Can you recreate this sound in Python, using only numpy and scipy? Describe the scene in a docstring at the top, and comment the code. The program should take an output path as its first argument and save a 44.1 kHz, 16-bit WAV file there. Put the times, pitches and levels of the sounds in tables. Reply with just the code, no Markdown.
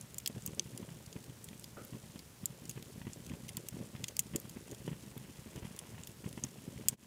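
"""Logs burning in a wood stove

Logs burn in the open firebox of a wood stove, close by in a small room.
Pockets of gas ignite with soft low puffs, made of short pressure pulses that ring the firebox, and fizz.
Wood snaps and ticks are noise bursts through resonances; embers are tiny bursts of noise.
Shaped noise makes the steady draught, a faint sizzle, one dull knock and a faint high whine.
The level dips briefly near the end."""
import sys
import numpy as np
from scipy import signal
from scipy.fft import rfft, irfft, next_fast_len
from scipy.io import wavfile

SR = 44100
rng = np.random.default_rng(int(sys.argv[2]) if len(sys.argv) > 2 else 0)


def wav_out(sig):
    """Save sig, one row per channel (or a flat mono array), as 16-bit PCM at SR to the path in sys.argv[1]."""
    wavfile.write(sys.argv[1], SR, np.round(np.clip(np.atleast_2d(sig).T, -1, 1) * 32767).astype(np.int16))


N = 311513
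TIME = np.arange(N) / SR  # seconds

# The loudest gas pockets igniting, levels before the flames are mixed:
# (time [s], peak level [dB], crest width at half height [ms], fizz against the peak [dB])
BIG_PUFFS = [(0.3001, -40, 1.4, -21), (0.3715, -33.5, 2.1, -31), (0.482, -34.5, 1.8, -26.5),
             (0.5815, -41, 1.25, -20), (0.7495, -39, 1.8, -32), (0.802, -36.5, 1.2, -28),
             (0.8287, -35.5, 1.8, -23), (0.89, -41, 1.8, -18), (0.9709, -43, 2.2, -25),
             (1.078, -42, 2, -23), (1.164, -33, 2, -23), (1.2978, -39.5, 1.9, -28),
             (1.531, -43.5, 1.6, -13), (1.954, -44, 1.4, -31), (2.1597, -38.0, 1.55, -19.0),
             (2.4342, -37.5, 1.66, -41), (2.6547, -43, 1.4, -24), (2.7762, -33.5, 1.2, -22.5),
             (2.98, -35.5, 2, -32), (3.0169, -37, 1.7, -18.0), (3.0697, -34.5, 1.17, -19),
             (3.304, -38.0, 2.6, -27), (3.3119, -36.5, 1.3, -30), (3.337, -33.5, 1.9, -22),
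             (3.5761, -34, 1.7, -20), (3.7449, -37.0, 1.8, -32), (3.7701, -35.5, 1.2, -36),
             (3.8119, -34, 1.45, -43), (3.952, -37.5, 2.3, -17), (4.0386, -36, 2, -19),
             (4.3377, -37.5, 1.9, -18), (4.35, -37, 0.77, -16.5), (4.3563, -25.5, 1.44, -36),
             (4.4537, -39.5, 2.1, -18), (4.5708, -39.5, 1.3, -17), (4.679, -46.5, 0.8, -14.5),
             (4.7205, -38, 0.81, -27), (4.7276, -35.5, 1.3, -33), (4.8792, -29, 1.08, -21.5),
             (4.8854, -33.5, 2, -24.0), (4.917, -32.5, 1.7, -25.5), (4.9298, -34, 2.2, -21.0),
             (5.1669, -40, 1.0, -25.0), (5.563, -36, 2, -25), (5.5784, -35.5, 2.1, -23),
             (5.631, -36.5, 2.8, -21), (5.6537, -35, 1.9, -19.0), (5.9815, -48.5, 1.2, -7),
             (6.2435, -38, 1.3, -18.0), (6.2629, -33.5, 1.8, -26), (6.3771, -34, 1.46, -18.5),
             (6.39, -45, 1.3, -15), (6.4446, -33.5, 1.4, -23), (6.68, -33.5, 1.43, -32),
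             (6.6862, -38.5, 2.4, -28), (6.8119, -39, 1.4, -21), (6.929, -39, 1.9, -20)]
# Tone of burning gas: (frequency [Hz], relative level [dB])
FIZZ_SPECTRUM = [(300, -25), (550, 3.5), (770, 0.5), (950, 6), (1300, -2.5), (1700, -1), (2000, 2.5),
                 (2250, -0.5), (2750, 2), (3300, -0.5), (3900, -13.5), (8000, -32)]


def from_db(db):
    """Turn decibels into gain."""
    return 10 ** (np.asarray(db) / 20)


def rms_one(x):
    """Scale a sound to an average strength (rms) of 1."""
    return x / np.sqrt(np.mean(x ** 2) + 1e-20)


def in_time(rows):
    """Draw straight lines between (time, level) rows; the end levels hold outside them."""
    times, levels = np.transpose(rows)
    return np.interp(TIME, times, levels)


def add(out, seconds, sound):
    """Mix a sound into out, starting at the given time."""
    start = max(0, round(seconds * SR))
    part = out[start:start + len(sound)]
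    part += sound[:len(part)]


def band(x, low_hz, high_hz):
    """Keep only the frequencies between two steep edges."""
    edges = [low_hz, min(high_hz, .45 * SR)]
    return signal.sosfilt(signal.butter(4, edges, "band", fs=SR, output="sos"), x)


def coloured(x, spectrum):
    """Shape the tone of x by a (frequency, level) curve, then scale it to rms 1."""
    hz, db = np.transpose(spectrum)
    size = next_fast_len(N)
    bins_hz = np.maximum(np.arange(size // 2 + 1) * SR / size, 1)
    gain = from_db(np.interp(np.log(bins_hz), np.log(hz), db))
    return rms_one(irfft(rfft(x, size) * gain, size)[:N])


def resonate(x, modes):
    """Let x ring several resonances side by side: (frequency [Hz], width [Hz], level [dB])."""
    out = 0
    for hz, width, db in modes:
        r = np.exp(-np.pi * width / SR)
        feedback = [1, -2 * r * np.cos(2 * np.pi * hz / SR), r * r]
        ringing = signal.lfilter([1, 0, -1], feedback, x + 1e-18)
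        out = out + from_db(db) * (1 - r * r) / 2 * ringing
    return out


def dying_noise(t60, length):
    """Noise that falls by 60 dB in t60 seconds; length is in samples."""
    t = np.arange(length) / SR
    return rng.standard_normal(length) * np.exp(-np.log(1000) * t / t60)


def random_clicks(per_s, spread_db):
    """Clicks at random moments, many small and few large."""
    sizes = from_db(spread_db * np.minimum(rng.exponential(1, N), 3))
    return (rng.random(N) < per_s / SR) * sizes


def linger(x, seconds):
    """Smooth x so that each change fades over the given time."""
    r = np.exp(-1 / (seconds * SR))
    return signal.lfilter([1 - r], [1, -r], x + 1e-18)


def puff(width_ms, skew=0.16):
    """Pressure of a gas pocket that swells and collapses: a crest between two troughs, the later deeper."""
    spread = width_ms / 1250 * SR  # in samples; makes the crest width_ms wide at half height
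    u = np.arange(-600, 600) / spread
    return (1 - u * u - skew * u) * np.exp(-u * u / 2)


def draught(level_db):
    """Steady air flow through the fire, as noise with a mostly low tone."""
    # tone of the air flow: (frequency [Hz], relative level [dB])
    draught_spectrum = [(20, -58), (60, -4), (110, -1), (145, 0.5), (236, -6), (330, -10), (545, -13.5),
                        (800, -18), (1400, -19), (3100, -21.5), (4000, -21.5), (7100, -21), (15500, -25.5),
                        (16500, -66)]
    return from_db(level_db) * coloured(rng.standard_normal(N), draught_spectrum)


def whine(hz, width_hz, level_db):
    """A faint high whine: noise through one very narrow resonance."""
    narrow = resonate(rng.standard_normal(N), [(hz, width_hz, 0)])
    return from_db(level_db) * rms_one(narrow)


def flames(flutter_db):
    """Puffs of igniting gas set the firebox air ringing; each one also fizzes as it burns."""
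    # air modes of the firebox: (frequency [Hz], width [Hz], level [dB])
    firebox_modes = [(122.4, 11.3, 2), (161, 9.7, -3), (214.3, 44, -1.5), (257, 22, -7.5),
                     (347.3, 28, -0.5), (434, 74, 0), (548, 41, 3)]
    # faint sizzle of a log, stronger for a while, before a 4.5 dB cut: (time [s], level [dB])
    sizzle_curve = [(0, -66), (2.3, -70.5), (3.3, -73), (5.25, -63), (5.64, -56.5), (6.0, -59.5),
                    (6.15, -70), (7.0, -59.5)]
    big_pressure, fizz = big_puffs(fizz_t60=0.042, grit_db=4.0)
    vigour = np.hypot(from_db(flutter_db - 2.5), stir())
    lesser = vigour * small_puffs(per_s=170, spread_db=3.0, narrow_ms=0.49, wide_ms=2.39, size_law=0.66)
    pressure = from_db(-1.33) * big_pressure + lesser
    burning = linger(np.maximum(lesser, 0), seconds=0.0043)
    flare = from_db(-6.0) * burning * coloured(rng.standard_normal(N), FIZZ_SPECTRUM)
    sputter = coloured(random_clicks(per_s=450, spread_db=5.0), FIZZ_SPECTRUM)
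    sizzle = from_db(in_time(sizzle_curve) - 4.5) * sputter
    return pressure + resonate(pressure, firebox_modes) + from_db(5.0) * fizz + flare + sizzle


def small_puffs(per_s, spread_db, narrow_ms, wide_ms, size_law):
    """A stream of lesser ignitions of several widths; wider pockets push harder."""
    widths = np.geomspace(narrow_ms, wide_ms, num=6)
    out = 0
    for width_ms in widths:
        ignitions = random_clicks(per_s / len(widths), spread_db)
        out = out + width_ms ** size_law * signal.oaconvolve(ignitions, puff(width_ms), "same")
    return rms_one(out)


def embers(flutter_db):
    """Countless tiny ticks in the charcoal, each a very short burst, partly following the flutter."""
    # tone of the ticks: (frequency [Hz], relative level [dB])
    ember_spectrum = [(2000, -12), (3200, 5), (4200, 1.5), (5500, 4), (7100, 6.5), (9500, 5.5),
                      (12000, 0.5), (16000, -62)]
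    level_db = -63.5 + 0.35 * (flutter_db - flutter_db.mean())  # 0.35: share of the flutter's swing
    power = linger(random_clicks(per_s=230, spread_db=3.0) ** 2, seconds=0.0013)
    bursts = np.sqrt(power) * rng.standard_normal(N)
    return from_db(level_db) * coloured(bursts, ember_spectrum)


def room(x, t60, wet_db, delay_s):
    """Dense reflections from the walls make a faint tail that dies away."""
    tail = band(dying_noise(t60, SR // 2), 240, 4900)
    tail[:int(delay_s * SR)] = 0
    tail = tail / np.sqrt(np.sum(tail ** 2))
    return from_db(wet_db) * signal.fftconvolve(x, tail)[:N]


def snaps(crack_s, crack_db, plain_db, splinter_width_hz, splinter_db):
    """A fibre bursts with a sharp crack and tears on for a few ms; its splinter rings at its own pitch."""
    # wood snaps: (time [s], middle-band level over 5 ms [dB], low band against middle [dB],
    # high band against middle [dB], splinter pitch [Hz], time to fall by 60 dB [ms])
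    snap_rows = [(0.0113, -45, -20, -11, 10160, 12), (0.1439, -47.5, -8, -5, 7200, 7.0),
                 (0.1826, -36, -18, -5, 7250.0, 15), (0.2604, -40, 7, -1, 4670, 21),
                 (0.275, -33.5, -5.5, -1, 7700, 17.0), (0.4215, -50.5, -12.0, -12.0, 7300.0, 8),
                 (0.4618, -39.0, -19, 3.5, 6300, 17), (0.4754, -43.5, -7.5, -8, 7160.0, 9.0),
                 (0.5477, -52, -22, -14, 8400.0, 7.4), (0.5952, -29.5, -4, -23.0, 6200, 12),
                 (0.7761, -44, -7, -6, 9900, 14), (1.128, -54.5, 2.5, -14.0, 6850, 14.0),
                 (1.4419, -47.5, -19, 0, 8000.0, 31.0), (1.4874, -55.5, 5.5, -4.0, 3330.0, 10),
                 (1.596, -52.0, -15.0, -2, 8140, 6.0), (1.6417, -49, 1.0, -3, 4770.0, 19),
                 (1.849, -57.0, -16.0, 7, 13300.0, 16), (2.4566, -30, -19.5, -4, 7360, 15.0),
                 (2.654, -51, -7.5, -8.0, 4770.0, 14.0), (2.6944, -38.5, -12.5, -4.5, 6500, 38.0),
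                 (2.8255, -54, 2.5, -1, 2940, 11.0), (3.1327, -44.5, -15, -28, 6740, 9.2),
                 (3.2642, -51, -5, -7.5, 6200.0, 13), (3.2965, -59, 9.0, -13, 2540.0, 18),
                 (3.4826, -52, 0.0, -3.0, 6060, 32), (3.4903, -45.5, 0.5, -6.0, 9700.0, 25),
                 (3.5692, -39.0, -4.5, 0.5, 7500.0, 17.0), (3.686, -40.5, -9.5, -1, 7550, 15),
                 (3.9619, -68, 17, -5, 2020.0, 20.0), (4.041, -37.5, 2, -12, 3250, 20),
                 (4.0827, -40, -4, -7, 6350, 28), (4.1669, -40, -5, -2.0, 4800, 13),
                 (4.1919, -25, -12.5, -4, 7000, 27), (4.3598, -32.5, -13.0, -5.5, 7370, 23.0),
                 (4.3999, -52.5, -22, 6, 11800, 8.9), (4.4953, -51, -3.5, 0, 6750, 17),
                 (4.713, -47.5, -10, -8, 6460.0, 31), (5.178, -60.0, 2.0, 10.5, 12100, 5.0),
                 (5.7897, -40.5, -7.5, -10, 9700, 22), (6.035, -47, -6, -15.0, 6900, 7.3),
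                 (6.072, -49.5, -0.5, 2.0, 3260, 25), (6.3277, -52.5, -2, -6, 9300.0, 12.0),
                 (6.4374, -31, -19, -33, 6430, 16), (6.8845, -21.5, -14.0, -4.5, 7930, 27)]
    # low, middle and high band: (lower edge [Hz], upper edge [Hz])
    snap_bands = [(1800, 5200), (5700, 10000), (10000, 16200)]
    # ring of the splitting wood: (frequency [Hz], width [Hz], level [dB])
    wood_ring = [(2140, 510, -8), (2830, 380, 2), (3390, 570, 5.5), (4890, 820, 5), (6950, 920, 5),
                 (8440, 150, -1.5), (11130, 730, -6), (12730, 1300, -1.5)]
    crack_follows, usual_snap_db = 0.51, -36  # extra crack [dB] per dB of snap level above the usual
    out, length, window = np.zeros(N), 1800, .005 * SR  # length and window in samples
    for s, level_db, low_db, high_db, pitch_hz, t60_ms in list(snap_rows) + ticks():
        burst = dying_noise(t60_ms / 1000, length)
        # big snaps break more cleanly: the fibre gives way in one step
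        step_db = crack_db + crack_follows * (level_db - usual_snap_db)
        add(burst, crack_s, from_db([step_db]))
        splinter = (pitch_hz, splinter_width_hz, splinter_db)
        burst = from_db(plain_db) * burst + resonate(burst, list(wood_ring) + [splinter])
        for db, (low_hz, high_hz) in zip((low_db, 0, high_db), snap_bands):
            part = band(burst, low_hz, high_hz)
            add(out, s, from_db(level_db + db) * part * np.sqrt(window / np.sum(part ** 2)))
    return out


def ticks():
    """Lesser splinters give way at random, with random level, tone and pitch; same columns as snaps."""
    count, t60_ms = 14, 25
    level_db, low_db, high_db, spread_db = -57, -1.5, -3, 5  # each level varies by up to the spread
    lowest_hz, highest_hz = 2300, 9800
    rows = []
    for when, pitch, size, low, high in rng.random((count, 5)):
        rows.append((when * N / SR,
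                     level_db + spread_db * (2 * size - 1),
                     low_db + spread_db * (2 * low - 1),
                     high_db + spread_db * (2 * high - 1),
                     lowest_hz * (highest_hz / lowest_hz) ** pitch,
                     t60_ms))
    return rows


def stir():
    """A big puff stirs up lesser ones just before and after it: the strength of that brief surge."""
    stir_db, half_length_s, delay_s = -15.5, .016, .003  # level is against the big puff's peak
    power, lag = np.zeros(N), np.arange(-SR // 10, SR // 10) / SR
    for s, db, _, _ in BIG_PUFFS:
        surge = from_db(db + stir_db) ** 2 * np.exp(-(lag / half_length_s) ** 2)
        add(power, s + delay_s + lag[0], surge)
    return np.sqrt(power)


def big_puffs(fizz_t60, grit_db):
    """The ignitions that stand out: their pressure, and the gritty fizz that comes with each."""
    pressure, fizz, window = np.zeros(N), np.zeros(N), .005 * SR  # window in samples
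    for s, db, width_ms, fizz_db in BIG_PUFFS:
        pulse = from_db(db) * puff(width_ms)
        add(pressure, s - len(pulse) / 2 / SR, pulse)
        roughness = from_db(grit_db * rng.standard_normal(len(pulse)))
        grit = dying_noise(fizz_t60, len(pulse)) * roughness
        add(fizz, s - .001, from_db(db + fizz_db) * grit * np.sqrt(window / np.sum(grit ** 2)))
    return pressure, np.std(fizz) * coloured(fizz, FIZZ_SPECTRUM)


def knock():
    """A dull, hollow knock: shaped noise that starts quickly and dies away."""
    # tone of the knock: (frequency [Hz], relative level [dB])
    knock_spectrum = [(120, -9), (330, 1), (400, -2), (500, 5), (750, -9), (1100, -19), (1250, -1),
                      (1480, -6), (1650, -17), (2100, -15), (3500, -29), (7000, -48)]
    start_s, level_db, rise_s, t60_s = 1.768, -44.5, 0.00081, 0.33
    age = np.maximum(TIME - start_s, 0)
    envelope = (1 - np.exp(-age / rise_s)) * np.exp(-np.log(1000) * age / t60_s)
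    return from_db(level_db) * envelope * coloured(rng.standard_normal(N), knock_spectrum)


def scene():
    """Fire, its echo in the room, the knock, the steady draught and a faint high whine."""
    # flutter of the flames between big puffs, before flames() cuts it by 2.5 dB: (time [s], level [dB])
    flutter_curve = [(0.0, -55.5), (0.12, -59.0), (0.48, -52), (1.68, -59), (1.92, -49), (2.37, -65),
                     (2.52, -55.5), (3.63, -51.5), (4.41, -53.5), (4.56, -53), (4.89, -52.5), (5.4, -55),
                     (5.64, -49.5), (6.15, -56), (6.24, -54.5), (6.63, -55.0), (6.78, -47.5), (6.9, -54)]
    flutter_db = in_time(flutter_curve)
    wood = snaps(crack_s=.0005, crack_db=11, plain_db=-5, splinter_width_hz=490, splinter_db=13.5)
    fire = flames(flutter_db) + embers(flutter_db) + wood
    echo = room(fire, t60=0.4, wet_db=-33.5, delay_s=.004)
    steady = draught(level_db=-56.5) + whine(hz=14993, width_hz=30, level_db=-82)
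    return (fire + echo + knock() + steady)[None]


def record(dry):
    """The level of the whole sound dips briefly; the treble above 16.5 kHz is cut."""
    # level of the whole sound, end rows hold before and after: (time [s], level [dB])
    dip_curve = [(6.94, -1.5), (6.955, -20), (6.966, -29), (6.978, -17), (7.0, -10), (7.03, -5.5)]
    treble_cut = signal.ellip(10, .2, 70, 16500, fs=SR, output="sos")
    return signal.sosfilt(treble_cut, dry * from_db(in_time(dip_curve)))


dry = scene()
out = record(dry)
wav_out(out)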